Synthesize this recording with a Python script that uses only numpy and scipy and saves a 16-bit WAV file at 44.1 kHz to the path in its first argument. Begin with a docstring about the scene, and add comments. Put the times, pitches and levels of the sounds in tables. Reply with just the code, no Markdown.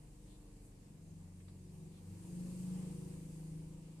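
"""The engine of an unseen motor vehicle eases off, labours slowly, then picks up and booms past.
Its periodic exhaust pulses form a harmonic series, whose members are called orders; a pipe resonance
lifts the overtone passing through it. A dull road roar and a bright hiss, both shaped noise, swell with
it over a deep drone and still outdoor air. Close by are a few soft rustles and two faint ticks."""
import sys
import numpy as np
from scipy import signal
from scipy.fft import rfft, irfft
from scipy.io import wavfile
from scipy.ndimage import uniform_filter1d

SR = 44100
rng = np.random.default_rng(int(sys.argv[2]) if len(sys.argv) > 2 else 0)


def transcribe(u):
    """Save the signal u as a 16-bit wav file named by the first command-line argument.

    u: samples, shape (n,) or (channels, n), limited to [-1, 1]; the rate is SR.
    q: integer samples, one column per channel.
    """
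    v = np.clip(np.atleast_2d(u).T, -1, 1)
    q = np.round(v * 32767).astype(np.int16)
    wavfile.write(sys.argv[1], SR, q)


N = 176400
T = np.arange(N) / SR


def amp(db):
    """Amplitude grows tenfold for every 20 dB."""
    return 10 ** (np.asarray(db) / 20)


def unit(x):
    """Normalisation to an rms of 1."""
    return x / np.sqrt(np.mean(x ** 2) + 1e-20)


def curve(rows, column=1):
    """Linear interpolation of one column of a time table, at every sample."""
    rows = np.array(rows, float)
    return np.interp(T, rows[:, 0], rows[:, column])


def colour(points, hz):
    """Interpolation of a table on a logarithmic frequency axis."""
    f, value = np.transpose(points)
    return np.interp(np.log(hz + 1), np.log(f), value)


def drift(hz):
    """Low-pass noise: a random fluctuation of rms near 1, up to about hz."""
    count, rate = 1600, 200
    f = np.fft.rfftfreq(count, 1 / rate)
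    slow = irfft(rfft(rng.standard_normal(count)) * np.exp(-(f / hz) ** 2))
    return np.interp(T, np.arange(count) / rate, unit(slow))


# Engine speed. Each row: time in seconds, cycles per second.
CYCLE_RATE = [(0, 25.3), (.32, 25.2), (.6, 24.2), (.9, 23.1), (1.18, 22.6), (1.5, 22.75), (1.85, 23.0),
              (2.07, 23.4), (2.27, 25.25), (2.7, 25.9), (3.0, 26.15), (3.5, 26.4), (4, 26.6)]
# Exhaust boom. Each row: time in seconds, levels in dB of orders 4, 6, 7 and 8.
BOOM_DB = [(0, -78, -59, -84, -75), (.3, -73, -73, -64, -68.5), (.7, -65, -69, -78, -68),
           (.95, -66.5, -61.5, -60.5, -68), (1.17, -59, -82, -55.5, -60.5),
           (1.48, -56, -63.5, -68.5, -60.5), (1.85, -62.5, -60.5, -52.5, -59),
           (1.98, -61.5, -76, -62, -65.5), (2.1, -51, -81, -55.5, -55), (2.25, -59.5, -60.5, -53.5, -69),
           (2.39, -73, -54, -43.5, -82), (2.53, -64, -59.5, -47, -65), (2.73, -65, -52.5, -41.5, -62.5),
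           (2.92, -62, -49, -49, -61), (3.27, -63.5, -52.5, -54.5, -99), (3.55, -70, -46.5, -59, -72),
           (3.75, -64, -54, -58, -73), (4, -76, -55, -67.5, -72)]
# The other orders below the first overtone. Each row: time in seconds, base level in dB.
LOW_ORDER_DB = [(0, -62), (.55, -59.5), (.9, -65.5), (1.4, -69), (1.9, -68), (2.1, -64), (2.35, -53),
                (2.85, -54), (3.1, -54), (3.4, -60.5), (3.75, -56.5), (4, -75)]
# The overtones. Each row: time in seconds, base level in dB.
HIGH_ORDER_DB = [(0, -69), (.3, -66.5), (.7, -68), (1.0, -67), (1.35, -69.5), (1.8, -70.5), (2.05, -65.5),
                 (2.35, -58.5), (2.85, -58.5), (3.15, -61), (3.5, -62), (4, -67.5)]
# Engine timbre. Each row: order, then dB added to its base level in each of the five stages.
ORDER_TIMBRE = [(1, -22, -12, -18, -20, -8), (2, -2.5, -12, -8, -23, -11), (3, -24, -13, -14, -9, -8),
                (5, -6, -8, -2, -4.5, -8.5), (9, -13, 3, -18, -19, -21), (10, -35, -11, -20, -14.5, -8.5),
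                (11, -11.5, -10.5, -8.5, -4.5, -2), (12, -2, -8.5, -12.5, -7.5, -7.5),
                (13, -10.5, -6, -2.5, -8, -6), (14, -17, -11.5, -9, -14.5, -14),
                (15, -26, -13, -16, -23, -20), (16, -15, -11, -16, -23, -31), (17, -23, -15, -25, -22, -28),
                (18, -13.5, -15, -20, -9, -16), (19, -10.5, -29, -17, -13, -15.5),
                (20, -23, -16.5, -22, -17, -26), (21, -25, -11.5, -26, -27, -33),
                (22, -23, -17, -23, -25, -35)]
# Each row: time in seconds, stage (0 or less coasting, 1 labouring, 2 picking up, 3 pulling, 4 cruising).
DRIVE_STAGE = [(0, 0), (.6, -0.5), (1.0, 1.5), (1.95, 1), (2.25, 2), (2.48, 1), (2.72, 3), (3.05, 3),
               (3.45, 4), (4, 4)]
# Pipe resonance. Each row: time in seconds, gain at its centre in dB.
RESONANCE_DB = [(0, -2), (1.42, -1), (1.6, 12), (1.88, 13.5), (2.02, 0.5), (2.68, -5), (2.86, 12),
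                (3.12, 11), (3.33, -1), (4, 7)]
BOOM_ORDERS, FIRST_OVERTONE = (4, 6, 7, 8), 9
RESONANCE_HZ, HALF_WIDTH_HZ = 367, 10
WAVER_DB, WAVER_HZ = 1.5, 4.3  # flutter of each order outside the boom
DISPERSION = .14  # the pipe smears each pulse, in radians per order squared
SCATTER, SIDE_SPREAD, WANDER, WANDER_HZ = .7, .2, .2, 6  # the first three in radians at the first overtone
LEFT_LEAD_S, PAN_DB = .0001, .44  # the pan raises the left and lowers the right


def engine(cycles):
    """Fourier synthesis: exhaust pulses are a sum of orders, whole multiples of the cycle rate."""
    stage, speed = curve(DRIVE_STAGE), curve(CYCLE_RATE)
    orders = [(k, curve(BOOM_DB, column=i + 1)) for i, k in enumerate(BOOM_ORDERS)]
    for k, *stage_db in ORDER_TIMBRE:
        base_db = curve(LOW_ORDER_DB if k < FIRST_OVERTONE else HIGH_ORDER_DB)
        timbre_db = np.interp(stage, np.arange(len(stage_db)), stage_db)
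        detuning = (k * speed - RESONANCE_HZ) / HALF_WIDTH_HZ
        lift_db = curve(RESONANCE_DB) / (1 + detuning ** 2)
        orders.append((k, base_db + timbre_db + lift_db + WAVER_DB * drift(WAVER_HZ)))
    out, sides = np.zeros((2, N)), np.array([[1], [-1]])
    for k, db in orders:
        scatter, spread = rng.standard_normal(2)
        diffusion = (k / FIRST_OVERTONE) ** 2  # shifting reflections scramble the high orders most
        side_phase = spread * SIDE_SPREAD * diffusion + 2 * np.pi * LEFT_LEAD_S * k * speed
        phase = diffusion * (SCATTER * scatter + WANDER * drift(WANDER_HZ)) - DISPERSION * k ** 2
        out += amp(db) * np.sqrt(2) * np.cos(2 * np.pi * k * cycles + phase + sides * side_phase / 2)
    return out * amp(sides * PAN_DB)


# A deep tone beside the engine. Each row: time in seconds, frequency in Hz, level in dB.
DRONE_TONE = [(0, 34.93, -65), (.55, 36.5, -59.5), (.95, 37.8, -69), (1.3, 39.1, -64), (1.8, 39.3, -66),
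              (2.3, 40.1, -72), (2.9, 41.06, -65), (3.55, 41.5, -61), (4, 41.76, -68)]


def drone():
    """A pure tone creeping upward: its phase is the integral of its frequency."""
    phase = 2 * np.pi * np.cumsum(curve(DRONE_TONE)) / SR
    return np.sqrt(2) * amp(curve(DRONE_TONE, column=2)) * np.sin(phase)


# Likeness of the two sides. Each row: frequency in Hz, correlation from 0 to 1.
CORRELATION = [(30, 0.43), (150, 0.94), (300, 1), (550, 0.25), (1000, 0.15), (2000, 0), (14000, 0.03)]
# Balance of the noise. Each row: frequency in Hz, left minus right in dB.
BALANCE_DB = [(100, 2), (350, 1.5), (700, 0.4), (1300, -1), (5500, 0.2), (7500, -1.5), (9000, 3),
              (13000, 1.5)]
PATCH_DB, FLICKER_DB = 1.53, .5


def noise(spectrum, size=1024):
    """Spectral shaping: partly correlated stereo noise of rms 1, with drifting patches and a flicker."""
    hz, frames = np.fft.rfftfreq(size, 1 / SR), N // (size // 4) + 5
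    a, b, c, d, patches = rng.standard_normal((5, frames, len(hz)))
    patches = uniform_filter1d(patches, size=12, axis=0)
    patches = unit(uniform_filter1d(patches, size=14, axis=1))
    correlation, lean = colour(CORRELATION, hz), amp(colour(BALANCE_DB, hz) / 2)
    left = a + 1j * b
    right = correlation * left + np.sqrt(1 - correlation ** 2) * (c + 1j * d)
    gain = amp(colour(spectrum, hz) + PATCH_DB * patches + FLICKER_DB * rng.standard_normal((frames, 1)))
    spectra = np.array([left * lean, right / lean]) * gain
    _, sound = signal.istft(spectra.transpose(0, 2, 1), nperseg=size, noverlap=size * 3 // 4)
    return unit(sound[:, :N])


# Colour of the road roar. Each row: frequency in Hz, relative spectral density in dB.
ROAR_SPECTRUM = [(20, -6.5), (100, -1), (300, -2.5), (410, -9.5), (490, -8), (620, -16.5), (780, -15),
                 (920, -13.5), (1120, -18), (1400, -25.5), (2000, -28), (2700, -22.5), (3500, -27.5),
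                 (6000, -27), (14000, -60)]
# Swell of the roar. Each row: time in seconds, level in dB.
ROAR_SWELL = [(0, -70), (.7, -71.5), (1.3, -74.5), (1.9, -69.5), (2.35, -62.5), (2.85, -59), (3.3, -65),
              (3.7, -67), (4, -64.5)]


def road_roar(cycles, depth=.1):
    """Amplitude modulation: dull noise throbs once in each engine cycle."""
    throb = 1 + depth * np.cos(2 * np.pi * cycles)
    return noise(ROAR_SPECTRUM) * amp(curve(ROAR_SWELL)) * throb


# Colour of the hiss. Each row: frequency in Hz, relative spectral density in dB.
HISS_SPECTRUM = [(500, -37), (1500, -8), (2700, -6), (3500, -13), (4700, -5), (5400, -9), (7000, -2),
                 (8400, 1.5), (9800, -1.5), (11500, -8), (14000, -12.5)]
# Swell of the hiss. Each row: time in seconds, level in dB.
HISS_SWELL = [(0, -79), (.3, -75), (.85, -81.5), (1.5, -76.5), (2.0, -73), (2.25, -66), (2.55, -63),
              (2.85, -64), (3.1, -65.5), (3.4, -67), (3.7, -72.5), (4, -75)]


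def hiss():
    """Bright broadband noise under a slow envelope, which swells as the vehicle passes."""
    return noise(HISS_SPECTRUM) * amp(curve(HISS_SWELL))


# Colour of the outdoor air. Each row: frequency in Hz, relative spectral density in dB.
AIR_SPECTRUM = [(20, -10), (60, -1.5), (150, -2.5), (300, -7.5), (410, -11.5), (490, -9), (620, -14.5),
                (800, -15.5), (1100, -20), (1380, -28), (1800, -24.5), (2700, -24.5), (3400, -28.5),
                (4600, -25.5), (5500, -27), (8000, -20.5), (9800, -23.5), (11500, -33.5), (14000, -33)]


def still_air(db=-65.5):
    """The ambient noise floor: steady, and strongest in the bass."""
    return amp(db) * noise(AIR_SPECTRUM)


def band(hz, octaves):
    """Band-pass filtering: stereo noise under a Gaussian curve in log frequency."""
    f = np.fft.rfftfreq(N, 1 / SR) + 1
    response = np.exp(-.5 * (np.log2(f / hz) / octaves) ** 2)
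    return unit(irfft(rfft(rng.standard_normal((2, N))) * response, N))


# Rustles. Each row: middle and length in seconds, level in dB, centre in Hz, width in octaves.
RUSTLE_EVENTS = [(.325, .07, -73.5, 3700, .28), (.66, .075, -71.5, 8800, .3), (1.75, .05, -78.5, 10000, .4),
                 (1.965, .07, -76, 3450, .36)]


def rustles(crackle_db=1, crackle_hz=70):
    """Random amplitude modulation roughens noise bands that swell and fade in a Gaussian envelope."""
    out = np.zeros((2, N))
    for middle, length, db, hz, octaves in RUSTLE_EVENTS:
        grain = unit(amp(crackle_db * drift(crackle_hz)))
        envelope = np.exp(-2 * ((T - middle) / length) ** 2)
        out += amp(db) * band(hz, octaves) * grain * envelope
    return out


# Ticks. Each row: start in seconds, level in dB, centre in Hz, width in octaves,
# time to fall 60 dB in seconds, level of the knock in dB.
TICK_EVENTS = [(1.404, -68, 2200, .3, .06, -82), (1.482, -68.5, 4100, .28, .09, -63.5)]


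def ticks(knock_t60_s=.058):
    """Exponential decay after a sudden onset: each dry tick dies away over a dull knock."""
    out = np.zeros((2, N))
    for start, db, hz, octaves, t60, knock_db in TICK_EVENTS:
        fall = -np.log(1000) * abs(T - start)
        knock = amp(knock_db) * band(hz=640, octaves=1.1) * np.exp(fall / knock_t60_s)
        tick = amp(db) * band(hz, octaves) * np.exp(fall / t60)
        out += (T >= start) * (tick + knock)
    return out


def scene():
    """Superposition of all sources; one slightly unsteady cycle rate drives the engine and the throb."""
    jitter = .0014 * drift(hz=15.2)
    cycles = np.cumsum(curve(CYCLE_RATE) * (1 + jitter)) / SR
    return engine(cycles) + drone() + road_roar(cycles) + hiss() + still_air() + ticks() + rustles()


def record(dry, cutoff_hz=14250):
    """Band limiting: a steep low-pass filter removes the highest treble."""
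    lowpass = signal.firwin(2047, cutoff_hz, window=("kaiser", 9), fs=SR)
    return signal.oaconvolve(dry, lowpass[None], "same")


dry = scene()
out = record(dry)
transcribe(out)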